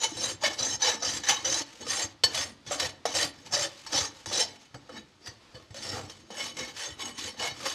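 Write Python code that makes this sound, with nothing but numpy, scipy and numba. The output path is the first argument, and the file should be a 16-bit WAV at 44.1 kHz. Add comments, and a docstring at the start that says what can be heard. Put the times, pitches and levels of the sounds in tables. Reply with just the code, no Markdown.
"""In a wooden stable a steel rasp is pushed and drawn over a horse's hoof that rests on an iron stand.
The teeth tear chips of horn: dense random blows excite the modes of the blade, hoof and stand.
Bite, looseness and lean of the blade set how hard each of its modes is struck; filtered blows give the scrape.
Catches, dull knocks, light slides between strokes and short low swells during them are added;
sparse echoes and quiet noise fill the stable."""
import sys
import numpy as np
from scipy import signal
from scipy.io import wavfile
from numba import njit

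SR = 44100
rng = np.random.default_rng(int(sys.argv[2]) if len(sys.argv) > 2 else 0)


def bounce(signal):
    """Save signal as a 16-bit WAV file at the path given by the first command-line argument."""
    frames = np.transpose(np.atleast_2d(signal))
    limited = np.clip(frames, -1, 1)
    pcm = np.round(limited * 32767).astype(np.int16)
    wavfile.write(sys.argv[1], SR, pcm)


N = 341334
STEP = 32  # samples between updates of slow quantities
SLOW = np.arange(0, N, STEP) / SR  # times of those updates, s


def gain_of(db):
    """Level definition: 20 dB is a tenfold amplitude."""
    return 10 ** (np.asarray(db) / 20)


def evened(x):
    """Power normalisation: scale to an rms of 1."""
    return x / np.sqrt(np.mean(x ** 2) + 1e-20)


def add(mix, start_s, sound):
    """Superposition: signals add from start_s onward."""
    part = mix[round(start_s * SR):][:len(sound)]
    part += sound[:len(part)]


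def read(points, hz):
    """Interpolation of a frequency table on a logarithmic pitch axis."""
    table_hz, value = np.transpose(points)
    return np.interp(np.log(hz + 1), np.log(table_hz + 1), value)


def colour(x, spectrum):
    """Minimum-phase filtering: the log spectrum fixes the phase of a causal response of unit energy."""
    size = 2048
    level_db = np.maximum(read(spectrum, abs(np.fft.fftfreq(size, 1 / SR))), -100)
    log_gain = np.log(gain_of(level_db))
    response = np.exp(np.conj(signal.hilbert(log_gain)))
    taps = np.fft.ifft(response).real[:size // 2]
    return signal.oaconvolve(x, taps / np.linalg.norm(taps))[:N]


def wander(per_s):
    """Random modulation: straight lines between clipped normal draws, per_s draws a second, at the slow times."""
    steps = np.clip(rng.standard_normal(2500), -2.5, 1.6)  # dips go deeper than swells rise
    return np.interp(SLOW * per_s, np.arange(len(steps)), steps)


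def held(slow):
    """Sample and hold: each slow value lasts one update step."""
    return np.repeat(slow, STEP)[:N]


def air():
    """Random noise: filtered random pressure of the stable, swelling a little."""
    # Spectrum of the quiet air: pitch_hz [Hz], relative_level_db [dB per Hz]
    spectrum = [(15, -25), (25, 21), (97, -10), (170, -2), (489, -8), (1290, -6.5), (1560, -9.5),
                (4730, -10.5), (6730, -19), (11900, -35), (16000, -59)]
    level_db = -60.5 + 2.0 * held(wander(per_s=3.66))
    return gain_of(level_db) * colour(rng.standard_normal(N), spectrum)


def total(db, rest_db):
    """Incoherent addition: powers of all movements and of the resting level sum."""
    return 10 * np.log10((gain_of(db) ** 2).sum(0) + gain_of(rest_db) ** 2)


def motion():
    """Load kinematics: each stroke, slide or swell rises, holds and falls; power shares weigh the hold on the blade."""
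    # Strokes of the rasp: start_s, rise_s, hold_s, fall_s [s]; force_db, change_db over the hold [dB];
    # hoof_db, stand_db relative to the force [dB]; bite (+ teeth cutting, - sliding back),
    # looseness (+ held lightly, - pressed down), lean (+ blade flat on the wall, - on its edge) [no unit];
    # groan_first_hz, groan_last_hz [Hz]
    strokes = [(0.002, 0.041, 0.0093, 0.088, -24, -8, -8.5, -23.5, 0, -0.032, 3, 495, 470),
               (0.147, 0.089, 0.085, 0.03, -28.5, -6, -11, -12.5, 1.83, -0.54, -0.06, 535, 547),
               (0.416, 0.023, 0.039, 0.019, -23.5, -2, -9.5, -19, -2.5, 0.19, 1.06, 620, 625),
               (0.571, 0.023, 0.16, 0.03, -31.5, -5.5, -4.5, -13, 1.12, -1.57, 0, 554, 510),
               (0.794, 0.02, 0.082, 0.072, -32, 10.5, -6.5, -26.5, -2, -0.88, 1, 520, 464),
               (1, 0.05, 0.13, 0.039, -31, -1, -10.5, -14.5, 0.5, -1.6, 0.4, 532, 520),
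               (1.212, 0.054, 0.04, 0.12, -32, 6, -10, -22, -2, -0.071, 1.4, 506, 520),
               (1.427, 0.049, 0.14, 0.025, -27.5, -3, -7.5, -19, 0.3, -1.3, 0.43, 580, 510),
               (1.852, 0.037, 0.15, 0.031, -29.5, 0.5, -7, -21.5, 1.84, 0.0068, 0.14, 473, 577),
               (2.325, 0.014, 0.076, 0.072, -29, 3.5, -11, -23, 1.16, 0.062, -1, 560, 560),
               (2.695, 0.026, 0.021, 0.048, -29.5, -1, -5.5, -18, 1.6, 0.089, 0.7, 590, 595),
               (2.765, 0.031, 0.054, 0.056, -28, 0.5, -7, -17, 0, -0.015, 0, 613, 476),
               (3.125, 0.028, 0.094, 0.04, -25, 0, -8.5, -18.5, 2, 0.028, -0.5, 575, 535),
               (3.509, 0.021, 0.12, 0.046, -29, 0.5, -5.5, -19, 1.3, -0.92, -0.1, 557, 564),
               (3.904, 0.034, 0.11, 0.045, -25, -6, -6, -22, 0.24, -1.34, 0.4, 600, 446),
               (4.276, 0.038, 0.1, 0.061, -33, 7.5, -7, -22, 0.83, -1.24, 0.6, 620, 440),
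               (4.889, 0.094, .005, 0.043, -42.5, -7, 2, -6, -4, 0.16, -1.7, 520, 503),
               (5.227, 0.051, .005, 0.061, -39.5, -8, -5.5, -13, 0, -1.3, -4.5, 510, 506),
               (5.522, 0.034, 0.045, 0.05, -49, -10, 2.5, -8, -5.5, -0.11, -8, 510, 486),
               (5.731, 0.037, 0.16, 0.15, -39, 7, -7.5, -13.5, 1.24, -0.28, -1.1, 546, 533),
               (6.307, 0.089, 0.068, 0.081, -33, -0.5, -9.5, -16, -0.5, 1.3, -0.3, 630, 487),
               (6.553, 0.038, 0.12, 0.039, -34, -8, -7.5, -10.5, -2, 0.8, 0.24, 523, 487),
               (6.735, 0.035, 0.087, 0.077, -35.5, 2, -12, -23, 0.9, 0.68, 0, 470, 584),
               (6.969, 0.033, 0.091, 0.044, -37, 0, -8.5, -12.5, 0.2, 3, 0.5, 480, 490),
               (7.149, 0.036, 0.09, 0.053, -34.5, 2, -14.5, -16.5, 0.8, 1, 0.6, 500, 503),
               (7.37, 0.026, 0.071, 0.091, -31.5, 0, -5.5, -15, -2, 1.2, -0.8, 514, 480),
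               (7.569, 0.089, .005, 0.15, -28.5, 2, -11, -25, 0.4, 0.78, -1.3, 625, 460)]
    # Light slides between strokes, and short low swells of hoof and blade during them:
    # start_s, hold_s [s]; force_db [dB]; hoof_db, stand_db, blade_ring_db relative to the force [dB]
    slides = [(0.493, 0.039, -35, -4.5, -17, 1.3), (1.654, 0.15, -45, -13, -29, -12),
              (1.796, 0.024, -47.5, 0, 1, 8), (2.063, 0.053, -52, -15, -8, -4.5),
              (2.253, 0.061, -38.5, -6, -8, -0.5), (2.654, 0.03, -45, -9, -4, 3),
              (3.054, 0.057, -39.5, -7, -7, 5.3), (3.33, 0.14, -50.5, -13, -15, -5),
              (3.446, 0.035, -46.5, -18, -3.5, -2), (3.682, 0.19, -45.5, -22, -20, -9),
              (3.852, 0.057, -44.5, -23, -13, -3), (4.105, 0.13, -48, -12, -26, -9),
              (4.254, 0.032, -47.5, -10, 2, 10.5), (4.453, 0.1, -48.5, -8, -23, -3.5),
              (4.587, 0.067, -51, -18, -24, -4.5), (4.737, 0.013, -49.5, 5, 0, -2),
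              (5.923, 0.078, -43, 9, -0.5, -3), (6.024, 0.18, -50.5, -13, -22, -2.5),
              (6.297, 0.036, -48.5, 4, -28, 6), (6.857, 0.025, -51.5, 11, 0, -.6),
              (7.595, 0.018, -45.5, 3.5, 1.5, -3), (5.297, 0.035, -53, -8, -16, -15),
              (5.54, .05, -53.5, 0, -2, -11)]
    groan_rest_hz = 495
    slide_rise_s, slide_fall_s, slide_fade_db = 0.0077, 0.032, -1.5
    slide_bite, slide_looseness, slide_lean = -0.98, 0.1, 0
    slide_rows = [(start_s, slide_rise_s, hold_s, slide_fall_s, db, slide_fade_db, hoof_db, stand_db,
                   slide_bite, slide_looseness, slide_lean, groan_rest_hz, groan_rest_hz)
                  for start_s, hold_s, db, hoof_db, stand_db, _ in slides]
    extra_ring_db = np.r_[np.zeros(len(strokes)), np.transpose(slides)[-1]][:, None]
    (start, rise, hold, fall, force_db, change_db, hoof_db, stand_db, bite, looseness, lean,
     first_hz, last_hz) = np.vstack([strokes, slide_rows]).T[:, :, None]

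    t = SLOW - start - rise  # 0 where the hold begins
    # the force climbs 20 dB in a rise and drops as much in a fall, going on at that slope outside
    swing_db = 20 * (np.minimum(t / rise, 0) - np.maximum((t - hold) / fall, 0))
    held_db = force_db + change_db * np.clip(t / hold, 0, 1)
    moving_db = held_db + swing_db
    # the heavier bodies follow only part of the swing
    hoof_loads_db = held_db + hoof_db + 0.85 * swing_db
    stand_loads_db = held_db + stand_db + 0.35 * swing_db
    # the resting levels: blade and hoof never lie quite still
    scrape_db = total(moving_db, -65.5)
    ring_db = total(moving_db + extra_ring_db, -75)
    load_db = total(hoof_loads_db, -71)
    shake_db = total(stand_loads_db, -65)

    share = gain_of(moving_db - scrape_db) ** 2
    load_share = gain_of(hoof_loads_db - load_db) ** 2
    progress = np.clip((t + rise) / (rise + hold + fall), 0, 1)
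    bite_now = bite + 1 * (progress - .5)  # both grow from start to end of each movement
    looseness_now = looseness + 1.37 * (progress - .5)
    travel = (progress - .5) * np.clip(bite + 1, 0, 1)  # along the blade, fading out as bite nears -1
    pitch_hz = first_hz + (last_hz - first_hz) * progress
    groan_hz = groan_rest_hz + (load_share * (pitch_hz - groan_rest_hz)).sum(0)
    hold_on_blade = [(share * x).sum(0) for x in (bite_now, looseness_now, lean, travel)]
    return (scrape_db, ring_db, load_db, shake_db, *hold_on_blade, groan_hz)


def forces(*slow_levels_db):
    """Contact excitation: levels become scrape, blade, hoof and stand strengths, first blows and pressure 0-1."""
    # Teeth catching or the blade landing: start_s [s], level_db [dB],
    # hoof_db relative to the blow [dB], decay_t60_ms [ms]
    catches = [(0.0331, -18, -32, 39), (0.043, -22, -10, 50), (0.169, -26, -5.5, 74), (0.435, -19, 6, 29),
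               (0.601, -39, -21, 31), (0.818, -27, -8, 25), (1.022, -31.5, 12, 120), (1.235, -23, -7, 37),
               (1.285, -10, -30, 62), (1.2921, -11, -42, 42), (1.4452, -26.5, 8, 48),
               (1.8134, -24.5, -9, 25.6), (1.866, -28, 4, 33), (2.236, -4, -5.5, 43),
               (2.3445, -21, -35, 62), (2.6637, -33.5, 5, 24), (2.709, -24, 9, 57), (2.798, -17.5, -29, 44),
               (3.054, -14, 4, 53), (3.14, -24, -30, 17), (3.462, -28, -9, 44), (3.523, -26, -12, 20),
               (3.8638, -25, -1, 31), (3.918, -30, -12, 30), (4.2589, -17.5, 0.5, 20),
               (4.311, -33.5, 17, 73), (4.404, -25, -5, 32), (4.743, -36.5, 7, 26),
               (4.892, -43.5, 19.5, 110), (5.26, -30, -17, 30), (5.272, -33, -32, 41), (5.625, -30, -20, 6),
               (5.706, -36, -8, 29), (5.7435, -28, -6, 27), (6.0967, -31.5, -3, 85),
               (6.3038, -37, 13.5, 13), (6.568, -25, -5.5, 30), (6.585, -29.5, 4, 52),
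               (7.021, -32, -16.5, 42), (7.054, -24, -21, 41), (7.343, -41.5, 21.5, 21),
               (7.392, -36, -14, 24), (7.403, -35, 13.5, 54), (7.654, -24.5, 6, 130)]
    levels_db = [np.interp(np.arange(N) / SR, SLOW, db) for db in slow_levels_db]
    stall = round(.009 * SR)
    for start_s, *_ in catches:  # the blade stalls or hovers just before it catches
        at = round(start_s * SR)
        for db in levels_db:
            db[at - stall:at] = np.minimum(db[at - stall:at], db[at - stall])
    scrape, blade, hoof, stand = (gain_of(db) for db in levels_db)
    pressure = np.clip((levels_db[0][::STEP] + 66.5) / 32, 0, 1)

    first = np.zeros(N)
    ms = np.arange(SR // 4) * 1000 / SR
    for start_s, level_db, hoof_db, decay_ms in catches:
        burst = gain_of(level_db - 10.0 - 60 * ms / decay_ms)  # envelope of a spray of chips
        add(scrape, start_s, burst)
        add(blade, start_s, burst)
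        add(hoof, start_s, gain_of(hoof_db) * burst)
        add(first, start_s, gain_of([level_db - 11.0]))
    return scrape, blade, hoof, stand, first, pressure


def chips(per_s, spread_db, chatter_db):
    """Shot noise: single-tooth blows at random moments, a few large, their strength modulated by chatter."""
    chatter = held(wander(per_s=160))
    size = gain_of(spread_db * np.minimum(rng.exponential(1, N), 4) + chatter_db * chatter)
    struck = rng.random(N) < per_s / SR
    return evened(size * rng.choice([-1., 1.], N) * struck)


def bunching():
    """Amplitude modulation: the teeth bite in clumps."""
    return evened(gain_of(1.4 * held(wander(per_s=55))))


def ring(x, hz, width_hz):
    """Fixed resonance: one complex pole with a peak gain near 1."""
    r = np.exp(-np.pi * width_hz / SR)
    return 2 * signal.lfilter([1 - r], [1, -r * np.exp(2j * np.pi * hz / SR)], x).real


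@njit
def ring_moving(x, gain, pole, step):
    """Driven damped oscillator: one mode whose drive, pitch and damping change slowly."""
    out, state = np.zeros(len(x)), 0j
    for n in range(len(x)):
        state = pole[n // step] * state + gain[n // step] * x[n]
        out[n] = state.real
    return out


def mode(blows, level_db, width_hz, moving_hz, moving_width_hz, filter_hz, filter_width_hz):
    """Modal response: a moving resonance, then a broad fixed one that weakens sound far from the mode."""
    gain = gain_of(level_db) * 2 * np.pi * width_hz / SR
    pole = np.exp((2j * moving_hz - moving_width_hz) * np.pi / SR)
    return ring(ring_moving(blows, gain, pole, STEP), filter_hz, filter_width_hz)


def blade_ring(blows, pressure, bite, looseness, lean, travel):
    """Modal excitation: the hold weighs each blade mode; pressure on the hoof damps and detunes it."""
    # Bending and twisting modes: pitch_hz, nominal_width_hz [Hz], relative_level_db [dB],
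    # bite_db, looseness_db, lean_db gained per unit of each [dB]
    modes = [(875, 48, 0.5, -3, -3, 1), (1077.5, 30, -2, -3.5, 3, 0.5), (1758, 53, -2, -4, -2.3, 0.8),
             (1855, 67, -1, 2.5, -0.5, -1.5), (2192, 29, 0, -3.5, 3.5, 3), (3002, 31, 3.5, -2.5, 4.5, 0.8),
             (3067, 48, 4.5, 1, -1.5, 1.4), (3458, 66, 2, 0, -0.5, 0), (3854, 39, 2, -3.5, 1.3, 1.5),
             (3962, 61, 1.5, 2, -4.5, 3.8), (4420, 32, 7, -1, -1, -0.5), (4745, 43, 5, -0.5, -0.5, -2),
             (4818, 50, 0.5, -0.5, -7.5, -1), (5390, 51, 4, 2, -5.5, 0.8), (5442, 31, 4.5, -2, 1, 0.5),
             (6010, 48, -1, 0.5, -9.5, 1), (6060, 36, 2.5, -3, -2.5, 4.5), (6303, 105, 1.5, 4.5, -4.5, 1.7),
             (6537, 46, 4, -1, 1, 2.2), (6890, 29, -1.5, -1, -5, 4), (7400, 53, -7.5, 8, -4.5, 0.5),
             (7754, 34, -1.5, -0.5, 1, -0.5), (8620, 89, -13, 7, -1.5, 4), (9000, 42, -4, 1, 1.5, 0),
             (9680, 81, -17.5, 6.5, -1.5, 4), (10430, 140, -16.5, 2.5, 0, -0.3),
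             (11560, 26, -15, 0.5, 2.5, -1), (12040, 26, -19, -1, 1, 0), (13000, 90, -31, 4, 1, 0),
             (14000, 45, -33, 0, 1, 0), (15050, 45, -30, 1, 1, 0)]
    out = np.zeros(N)
    for hz, width, db, bite_db, loose_db, lean_db in modes:
        sliding_db = 4.92 * wander(per_s=40)  # the contact slides over the nodes and bellies of the mode
        level_db = db + bite_db * bite + loose_db * looseness + lean_db * lean + sliding_db
        # modes wider than 35.4 Hz stiffen as the cut runs up the blade
        climb_hz = 3 * max(width - 35.4, 0) * travel
        detuned = hz + 26 * pressure * wander(per_s=25) + climb_hz
        # the lifted blade rings on
        damped = width * (0.63 + 1.0 * pressure) * np.exp(-.05 * looseness + 0.39 * wander(per_s=30))
        out += mode(blows, level_db, width, detuned, damped, hz, 8 * width)
    return out * gain_of(5.5)


def horn_scrape(blows):
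    """Source-filter principle: the spectrum of teeth on horn colours the blows."""
    # Scrape spectrum: pitch_hz [Hz], relative_level_db [dB per Hz]
    spectrum = [(500, -25.5), (900, -5), (1400, -7), (2500, -3.5), (4500, -5.5), (6300, -6), (7600, -10),
                (9700, -20.5), (12500, -25.5), (15000, -39), (16000, -44)]
    return gain_of(-8.0) * colour(blows, spectrum)


def groan(blows, hz):
    """Load-dependent resonance: the lowest hoof mode glides as the load moves along the wall."""
    width_hz = 46
    level_db = 0.5 + 4.1 * wander(per_s=23)
    moving_hz = hz * (1 + 0.025 * wander(per_s=23))
    return mode(blows, level_db, width_hz, moving_hz, width_hz, 542, 280)


def body(blows, modes):
    """Modal superposition: a damped solid whose modes drift and take turns as the load shifts."""
    out = np.zeros(N)
    for hz, width, db in modes:
        level_db = db + 3.7 * wander(per_s=20)
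        moving_hz = hz * (1 + 0.065 * wander(per_s=9))
        out += mode(blows, level_db, width, moving_hz, width, hz, 5 * width)
    return out


def hoof_thump(blows, groan_hz):
    """Forced vibration: the blows drive the gliding groan and the higher modes of the hoof."""
    # Higher hoof modes: central_pitch_hz, width_hz [Hz], relative_level_db [dB]
    modes = [(610, 74, -8), (743, 160, -6.5), (1202, 198, -10)]
    return gain_of(16.0) * (groan(blows, groan_hz) + body(blows, modes))


def stand_shake(blows):
    """Structure-borne vibration: the shoves drive the low modes of the iron stand."""
    # Stand modes: central_pitch_hz, width_hz [Hz], relative_level_db [dB]
    modes = [(76, 35, -15), (96.8, 12.2, -1.5), (125.7, 40.5, -3.5), (229.2, 31.4, -0.5), (289.7, 42, 1.5)]
    return gain_of(20) * body(blows, modes)


def knocks():
    """Damped oscillation: each knock is a short low ring with a soft start."""
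    # Dull knocks of the hoof on the stand: start_s [s], level_db before the soft start [dB], pitch_hz [Hz]
    blows = [(0.12, -32, 310), (0.74, -35, 101), (2.041, -34.5, 100), (2.241, -32, 104.7), (4.01, -32, 91),
             (4.743, -35.5, 127), (5.283, -38, 111), (5.545, -39, 121), (5.706, -37.5, 105),
             (5.935, -31.5, 103), (6.006, -41, 271), (6.917, -39, 95)]
    out, t = np.zeros(N), np.arange(SR // 8) / SR
    for start_s, level_db, hz in blows:
        envelope = gain_of(level_db - 640 * t) * (1 - np.exp(-t / 0.0011))  # falls 640 dB per s
        add(out, start_s, envelope * np.sin(2 * np.pi * hz * t))
    return out


def stable(x):
    """Reverberation: sparse echoes of random sign, each band dying at its own speed."""
    # Reverberation of the stable: pitch_hz [Hz], decay_t60_s [s]
    decay = [(200, 0.75), (530, 0.48), (1400, 0.42), (3700, 0.34), (9700, 0.091)]
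    taps = np.zeros(SR // 2)
    at = np.arange(200, len(taps) - 20, 20)
    taps[at + rng.integers(0, 20, len(at))] = rng.choice([-1., 1.], len(at))
    hz, t, bands = signal.stft(taps, SR, nperseg=256)
    dying = bands * gain_of(-60 * t / read(decay, hz)[:, None])
    tail = signal.istft(dying, SR, nperseg=256)[1]
    return signal.fftconvolve(x, tail / np.linalg.norm(tail))[:N]


def scene():
    """Linear superposition: blade, horn, hoof, stand and knocks, with their echoes and the air."""
    *levels_db, bite, looseness, lean, travel, groan_hz = motion()
    scrape, blade, hoof, stand, first, pressure = forces(*levels_db)
    teeth = chips(per_s=9000, spread_db=3.0, chatter_db=3.0)
    dust = chips(per_s=13000, spread_db=2.2, chatter_db=3.5)
    lumps = chips(per_s=2500, spread_db=2.5, chatter_db=1.0)
    shoves = chips(per_s=1500, spread_db=3.5, chatter_db=5.5)
    clumps = bunching()
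    rasp = blade_ring(blade * teeth * clumps + first, pressure, bite, looseness, lean, travel)
    horn = horn_scrape(scrape * dust * clumps + gain_of(8.0) * first)
    solids = hoof_thump(hoof * lumps, groan_hz) + stand_shake(stand * shoves)
    near = rasp + horn + solids + knocks()
    return (near + gain_of(-16.5) * stable(near) + air())[None]


def record(dry):
    """Band limitation: the microphone drops the deep bass, then a low-pass at 16 kHz cuts the top."""
    thin = signal.sosfilt(signal.butter(3, 55, "highpass", fs=SR, output="sos"), dry)
    low_pass = signal.firwin(511, 16000, window=("kaiser", 9), fs=SR)
    return signal.oaconvolve(thin, low_pass[None], "same")


dry = scene()
out = record(dry)
bounce(out)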